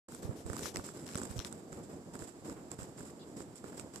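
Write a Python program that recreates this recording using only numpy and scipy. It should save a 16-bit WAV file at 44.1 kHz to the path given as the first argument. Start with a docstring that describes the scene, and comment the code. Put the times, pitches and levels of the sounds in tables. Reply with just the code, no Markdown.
"""A cat kneads and mouths a soft blanket, very close to a hand-held camera in a quiet room.
From 0.08 s each push rubs the cloth in a grainy stroke; small slips tap and ring the right mic port.
Until 1.5 s fibres also scrape and snag with dry ticks by the left port, and paws bump softly below.
Then the pushes thin out, the cloth murmur sinking when the cat holds still. A faint squeak comes at
3.2 s; more pushes, one scrape and one snag end the scene."""
import sys
import numpy as np
from scipy import signal
from scipy.fft import rfft, irfft
from scipy.io import wavfile

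SR = 44100
rng = np.random.default_rng(int(sys.argv[2]) if len(sys.argv) > 2 else 0)


def store_wav(level_fs):
    """Save 16-bit WAV to argv[1]."""
    pcm = np.round(np.clip(np.atleast_2d(level_fs), -1, 1) * 32767)
    wavfile.write(sys.argv[1], SR, pcm.T.astype(np.int16))


N = 176400

# Room tone and resting cloth: freq_hz, left_db, right_db
FLOOR_SPECTRUM = [(28.7, -115, -84.5), (79.4, -81.5, -80), (274, -76, -75), (460, -81.5, -81),
                  (770, -91, -86.5), (1364, -98.5, -96.5), (2600, -107, -106), (4640, -107, -107),
                  (4730, -103, -103), (6260, -110, -106), (7500, -110, -92.5), (9300, -112, -108),
                  (15100, -115, -116)]
# Floor power common to both ports: freq_hz, share
FLOOR_SHARED = [(60, .9), (260, 1), (700, .73), (2000, .085), (6000, .046)]
# Cat holds still: centre_s, half_width_s, murmur_db
STILL_MOMENTS = [(.205,0.0075,0), (0.71,0.017,0.5), (0.915,0.004,-9), (1.665,0.012,-2), (2.054,0.0053,-15),
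                 (2.325,0.013,-5.5), (2.408,0.01,-11), (2.703,.01,-6), (2.773,0.036,-4), (2.948,0.013,-6),
                 (3.185,0.021,-2.5), (3.587,0.039,-5.5), (3.9,0.021,-4.5)]
# Squeak tones: freq_ratio, level_db
SQUEAK_PARTIALS = [(.78, -3), (0.919, -1.5), (0.961, -4), (1.04, -4), (1.1, -3), (1.19, -4), (1.34, -3)]
# Paw bumps: start_s, level_db, pitch_hz
PAW_BUMPS = [(0.244, -30.5, 93), (0.287, -26, 110), (0.45, -32.5, 91.5), (0.494, -28.5, 90),
             (0.631, -40, 75), (0.758, -36.5, 124), (0.78, -35, 73.5), (1.299, -35, 100),
             (1.359, -31.5, 119), (1.381, -29.5, 78.5), (2.226, -49, 81), (2.816, -36, 147.6)]
# Cloth dragged by the left port: start_s, end_s, scratch_db, fizz_db
CLOTH_DRAGS = [(.115,.2,-67,-62), (.222,.265,-62,-60.5), (.36,.42,-68,-62.5), (.48,.57,-63,-71),
               (.575,.62,-60,-55.5), (.628,.693,-44.5,-49), (.74,.83,-59,-66), (.84,.91,-61,-70),
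               (.92,1.04,-78,-72), (1.07,1.2,-68,-63.5), (1.295,1.33,-82,-59), (1.36,1.40,-64,-61.5),
               (1.405,1.422,-47,-67), (1.455,1.477,-59,-60), (3.77,3.81,-63,-72)]
# Threads letting go: start_s, snap_db, knock_db
THREAD_SNAGS = [(0.6465, -44, -54), (0.6624, -26, -55), (0.6747, -35, -62), (0.6827, -28, -47),
                (0.7592, -27, -58), (0.77, -20.5, -40), (1.0664, -31, -62), (1.0789, -33.5, -57),
                (1.09, -27.5, -52), (1.1145, -32.5, -56), (1.1244, -35, -60), (1.136, -31, -52),
                (1.147, -25.5, -43), (1.156, -24.5, -35), (1.1682, -30, -49), (1.2317, -30, -40),
                (1.3804, -28, -46), (1.3921, -20, -36), (1.4013, -25, -35), (1.4486, -20, -38),
                (3.9597, -37, -47)]
# Single cloth slips: start_s, thud_db, knock_db, crack_db, ring_db
CLOTH_SLIPS = [(0.086,-67,-44,-56,-40), (0.1217,-50,-41.5,-56,-36.5), (0.1485,-46,-37,-57,-30.5),
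               (.2308,-43,-41.5,-50,-33), (0.31,-39,-39.5,-56,-45), (0.464,-36,-43,-52,-33.5),
               (0.4996,-30,-30,-50,-33), (0.5321,-34,-31,-48,-25), (0.5663,-41,-32,-48,-24),
               (.593,-34,-35,-44,-25.5), (.609,-43,-46,-49,-31), (0.6573,-41,-26,-44,-30),
               (0.7595,-37,-30.5,-17.5,-27), (0.7699,-33,-49,-34,-26.5), (0.7965,-41,-32,-58,-47),
               (0.866,-59,-58,-51,-29), (.889,-45,-35.5,-38,-42), (1.155,-25.5,-33,-29,-23),
               (1.1764,-54,-46,-41,-22), (1.1835,-42,-33,-44,-24), (1.2162,-36,-33.5,-52,-27.5),
               (1.235,-32,-51,-54,-27), (1.254,-33,-42,-50,-27.5), (1.3112,-31.5,-41,-52,-34),
               (1.456,-40,-38,-49,-40), (1.526,-47,-42.5,-45,-26), (1.7286,-33,-39.5,-38,-33),
               (2.1544,-40,-33.5,-37,-33.5), (2.192,-43,-46,-45,-34), (2.2216,-30.5,-36.5,-37,-42),
               (2.2909,-41,-46,-48,-37), (2.4981,-42,-35.5,-33,-31.5), (2.7163,-38,-35.5,-27.5,-23.5),
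               (2.789,-31,-41,-46,-46), (2.82,-36.5,-40,-48,-35), (2.831,-48,-52,-48,-31),
               (3.007,-41,-40,-50,-37), (3.405,-33,-38,-36,-41), (3.5571,-55,-52,-44,-36),
               (3.6419,-31,-35.5,-47,-42), (3.729,-39,-40,-50,-59), (3.7968,-34,-36.5,-22,-29),
               (3.9596,-46,-45,-25,-29)]
# Pushes on the cloth: start_s, end_s, rub_db, rasp_db, hiss_db
PUSHES = [(.085,.17,-83,-68,-64.5), (.225,.32,-46,-61,-68), (.32,.41,-53,-65,-70),
          (.46,.53,-46,-57.5,-56.5), (.53,.62,-45.5,-55,-56), (.62,.69,-45.5,-66,-55),
          (.74,.81,-41.5,-56.5,-56.5), (.84,.90,-51.5,-57,-51), (.94,1.04,-49.5,-59.5,-57),
          (1.06,1.14,-54.5,-56,-56), (1.15,1.27,-44,-55,-53), (1.29,1.42,-48.5,-60,-60.5),
          (1.45,1.475,-50,-55,-51.5), (1.51,1.6,-51.5,-61,-63), (1.72,1.75,-50,-57.5,-58.5),
          (1.76,1.81,-45.5,-60,-64.5), (1.83,1.85,-70,-68,-61), (1.89,1.965,-48.5,-63.5,-65),
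          (2.135,2.165,-46,-57,-56), (2.19,2.25,-48,-60,-56), (2.272,2.3,-53.5,-62,-57),
          (2.445,2.53,-45.5,-56,-57.5), (2.56,2.61,-60,-60.5,-76), (2.705,2.735,-48.5,-58,-55.5),
          (2.787,2.85,-48.5,-55,-54.5), (2.875,2.9,-54,-66,-67), (2.975,3.035,-51.5,-59.5,-57),
          (3.05,3.105,-54.5,-59.5,-59), (3.28,3.34,-55.5,-71,-70), (3.365,3.42,-52.5,-59,-55.5),
          (3.556,3.595,-68,-75,-59), (3.64,3.7,-50.5,-58,-59.5), (3.72,3.76,-52,-59.5,-62.5),
          (3.77,3.815,-52.5,-56,-53.5), (3.84,3.885,-49.5,-73,-70), (3.935,3.985,-56,-58,-56)]

# Cloth friction spectra: freq_hz, gain_db
RUB_EQ = [(25, -30), (45, -26), (75, -4), (140, -2.5), (270, 0), (450, -3), (700, -12.5), (1200, -22),
          (3000, -46)]
RASP_EQ = [(300, -37.5), (700, 0.5), (1100, 1.5), (1450, -1), (2000, -5.5), (3000, -11.5), (5000, -26),
           (12000, -19)]
FIZZ_EQ = [(3000, -9), (7000, -4), (10000, -9), (12500, -8.5), (15000, -23)]
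CRACKLE_EQ = [(900, -14), (2000, -1), (3000, -2), (4400, -2.5), (5100, 10), (6200, -2), (8000, -10.5),
              (11000, -11), (15000, -17)]
CRACK_EQ = [(700, -8), (2000, 13), (3200, -2), (5000, 3), (6500, 4), (9000, -19), (11000, -23),
            (15000, -26)]
# Camera body and mic port responses: freq_hz, gain_db
BODY_EQ = [(300, -29), (800, -10.5), (1150, -3), (1480, -2), (1750, -8.5), (2300, -21.5), (5000, -50.5)]
LEFT_PORT_EQ = [(800, -13), (1900, -4), (3000, -5.5), (4200, -1), (4750, -10.5), (5300, 3), (5900, 2),
                (6600, -7.5), (8000, -16.5), (10000, -12), (15000, -25.5)]
RIGHT_PORT_EQ = [(1500, -34), (3500, -16.5), (6200, -17), (7100, -2.5), (7650, 2.5), (8300, -6.5),
                 (9300, -14), (12000, -22), (15000, -31)]


def amp(db):
    """Decibels to gain."""
    return 10 ** (np.asarray(db) / 20)


def unit_rms(x):
    """Scale to rms 1."""
    return x / np.sqrt(np.mean(x ** 2) + 1e-20)


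def log_interp(points, hz):
    """Interpolate over log frequency."""
    freq_hz, value = np.transpose(points)
    return np.interp(np.log(hz + 1), np.log(freq_hz + 1), value)


def add(mix, start_s, sound):
    """Mix in place at start_s."""
    part = mix[max(round(start_s * SR), 0):][:len(sound)]
    part += sound[:len(part)]


def impulse(eq, size=4096):
    """Minimum-phase impulse response of a spectrum."""
    hz = abs(np.fft.fftfreq(size, 1 / SR))
    log_gain = np.log(amp(log_interp(eq, hz)))
    spectrum = np.exp(np.conj(signal.hilbert(log_gain)))
    return np.fft.ifft(spectrum).real[:size // 2]


def colour(x, eq):
    """Filter by a spectrum."""
    return signal.oaconvolve(x, impulse(eq))[:N]


def lowpass(x, cutoff_hz):
    """Zero-phase low-pass."""
    hz = np.fft.rfftfreq(N, 1 / SR)
    return irfft(rfft(x) / (1 + (hz / cutoff_hz) ** 4), N)


def waver(rate_hz):
    """Smooth random signal, rms 1."""
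    return unit_rms(lowpass(rng.standard_normal(N), rate_hz))


def left_lag(x, lag_s=.00019):
    """Later arrival at the left port."""
    return np.interp(np.arange(N) - lag_s * SR, np.arange(N), x)


def fibres(eq, spread_db=3.5, grains_per_s=3500):
    """Many tiny fibre slips of uneven size, filtered; rms 1."""
    sizes = amp(spread_db * np.minimum(rng.exponential(1, N), 4))
    signs = rng.choice([-1, 1], N)
    slipping = rng.random(N) < grains_per_s / SR
    return unit_rms(colour(sizes * signs * slipping, eq))


def jolts(depth_db, rate_hz=69.5):
    """Gain flutter of cloth moving in small jolts."""
    return unit_rms(amp(depth_db * waver(rate_hz)))


def pressure(strokes, column, rise_s=.008, release_s=.018, sag_db=3, arch_db=.5):
    """Stroke envelopes for one level column, summed in power: rise, sagging arch, release."""
    t, power = np.arange(N) / SR, np.zeros(N)
    for stroke in strokes:
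        start_s, end_s = stroke[:2]
        progress = np.clip((t - start_s) / (end_s - start_s), 0, 1)
        rise = np.clip((t - start_s) / rise_s + .5, 0, 1)
        release = np.exp(-np.maximum(t - end_s, 0) / release_s)
        contour_db = arch_db * (np.sin(np.pi * progress) - 2 / np.pi) + sag_db * (.5 - progress)
        power += (rise * release * amp(stroke[column] + contour_db)) ** 2
    return np.sqrt(power)


def mode(freq_hz, t60_s):
    """One damped resonance."""
    t = np.arange(1500) / SR
    return np.sin(2 * np.pi * freq_hz * t) * np.exp(-np.log(1000) * t / t60_s)


def pluck(response, stutter, stutter_s, size=256):
    """A release and its brief stutter excite a response; peak 1."""
    force = stutter * rng.standard_normal(size) * np.exp(-np.arange(size) / SR / stutter_s)
    force[0] = 1
    sound = np.convolve(force, response)
    return sound / abs(sound).max()


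def room_floor():
    """Room hiss, plus a low murmur of shifting cloth that sinks when the cat holds still."""
    hz, t = np.fft.rfftfreq(N, 1 / SR), np.arange(N) / SR
    common, *separate = rfft(rng.standard_normal((3, N)) * np.sqrt(SR / 2))
    share = log_interp(FLOOR_SHARED, hz)
    left, right = [irfft(common * np.sqrt(share) + own * np.sqrt(1 - share), N) for own in separate]
    eq = np.array(FLOOR_SPECTRUM)
    noise = np.array([left_lag(colour(left, eq[:, [0, 1]])), colour(right, eq[:, [0, 2]])])
    murmur = lowpass(noise, cutoff_hz=920)
    hiss = noise - murmur
    still_db = sum(db * np.exp(-((t - centre_s) / half_width_s) ** 2)
                   for centre_s, half_width_s, db in STILL_MOMENTS)
    stir = unit_rms(amp(still_db + waver(18) + waver(100)))
    return murmur * stir + hiss * unit_rms(amp(.41 * waver(60)))


def squeak(start_s=3.192, length_s=.055, centre_hz=3720, gain_db=-63.5):
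    """Faint, raspy cluster of unsteady tones; rises a little, then falls."""
    out = np.zeros((2, N))
    progress = np.arange(0, 1, 1 / (length_s * SR))
    glide_hz = centre_hz * (1 - .2 * (progress - .45) ** 2)
    envelope = np.sqrt(np.sin(np.pi * progress))
    for port in out:
        for ratio, db in SQUEAK_PARTIALS:
            roughness = waver(90)[:len(progress)]
            tone = np.sin(2 * np.pi * np.cumsum(glide_hz * ratio) / SR)
            add(port, start_s, amp(gain_db + db) * roughness * tone * envelope)
    return out


def paw_bumps(rise_s=.0072, left_db=-14.5):
    """Paws press the cushion: a low swell of a few cycles, random phase at each port."""
    out, t = np.zeros((2, N)), np.arange(SR // 10) / SR
    swell = (t / rise_s) ** 2 * np.exp(2 * (1 - t / rise_s))
    for start_s, db, pitch_hz in PAW_BUMPS:
        for port, phase, side_db in zip(out, rng.random(2), (left_db, 0)):
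            tone = np.sin(2 * np.pi * (pitch_hz * t + phase))
            add(port, start_s, amp(db + side_db) * swell * tone)
    return out


def scraping(right_db=-16):
    """Cloth drags by the left port: dry scratch, bright fizz."""
    scratch = amp(-1.5) * pressure(CLOTH_DRAGS, column=2) * fibres(LEFT_PORT_EQ, spread_db=2)
    fizz = amp(5) * pressure(CLOTH_DRAGS, column=3) * fibres(FIZZ_EQ, spread_db=1.5)
    return (scratch + fizz) * jolts(depth_db=.5) * amp([[0], [right_db]])


def snags(right_db=-18):
    """Caught threads snap free by the left port and knock the camera body."""
    out = np.zeros(N)
    for start_s, snap_db, knock_db in THREAD_SNAGS:
        add(out, start_s, amp(snap_db - 1) * pluck(impulse(LEFT_PORT_EQ), .2, stutter_s=.0007))
        add(out, start_s, amp(knock_db + .5) * pluck(impulse(BODY_EQ), .15, stutter_s=.00061))
    return out * amp([[0], [right_db]])


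def slips(thud_hz=318, ring_hz=7750, left_body_db=-9, left_port_db=-33):
    """Each slip thuds and knocks through the camera body, cracks and rings at the right port."""
    body, port = np.zeros((2, N))
    for start_s, thud_db, knock_db, crack_db, ring_db in CLOTH_SLIPS:
        thud_detune, ring_detune = np.exp(rng.standard_normal(2) * [.15, .025])
        thud = mode(thud_hz * thud_detune, t60_s=.01)
        ring = mode(ring_hz * ring_detune, t60_s=.005)
        add(body, start_s, amp(thud_db + .5) * pluck(thud, .15, stutter_s=.001))
        add(body, start_s, amp(knock_db + .5) * pluck(impulse(BODY_EQ), .13, stutter_s=.0014))
        add(port, start_s, amp(crack_db - 5) * pluck(impulse(CRACK_EQ), .17, stutter_s=.001))
        add(port, start_s, amp(ring_db - 2.5) * pluck(ring, .28, stutter_s=.0016))
    left = amp(left_body_db) * left_lag(body) + amp(left_port_db) * port
    return np.array([left, body + port])


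def rubbing(rub_correlation=.92):
    """Cloth pushed in small jolts: soft rub, rasp, fine crackle and hiss, mainly at the right port."""
    flutter = jolts(depth_db=1.5)
    rub_right, rub_separate = fibres(RUB_EQ), fibres(RUB_EQ)
    rub_left = rub_correlation * left_lag(rub_right) + np.sqrt(1 - rub_correlation ** 2) * rub_separate
    rub = np.array([amp(-.5) * rub_left, rub_right])
    rasp = np.array([amp(-1.5) * fibres(RASP_EQ), fibres(RASP_EQ)])
    hiss = np.array([amp(-11) * fibres(FIZZ_EQ),
                     fibres(RIGHT_PORT_EQ, spread_db=2.5, grains_per_s=1200)])
    crackle = np.array([fibres(CRACKLE_EQ), amp(-3) * fibres(CRACKLE_EQ)])
    return flutter * (pressure(PUSHES, column=2) * amp(-1) * rub
                      + pressure(PUSHES, column=3) * amp(-1.5) * rasp
                      + pressure(PUSHES, column=4) * (amp(4) * hiss + amp(-7) * crackle))


def scene():
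    """Cloth and paws over the room floor; rows: left, right."""
    return rubbing() + scraping() + slips() + snags() + paw_bumps() + squeak() + room_floor()


def record(dry, start_s=.083, fade_s=.003, low_cut_hz=43, high_cut_hz=14700):
    """Brief opening silence, microphone bass loss, steep band limit."""
    gate = np.clip((np.arange(N) / SR - start_s) / fade_s, 0, 1)
    low_cut = signal.butter(2, low_cut_hz, "highpass", fs=SR, output="sos")
    high_cut = signal.firwin(255, high_cut_hz, window=("kaiser", 8), fs=SR)
    thinned = signal.sosfilt(low_cut, dry * gate)
    return signal.oaconvolve(thinned, high_cut[None], "same", axes=1)


dry = scene()
out = record(dry)
store_wav(out)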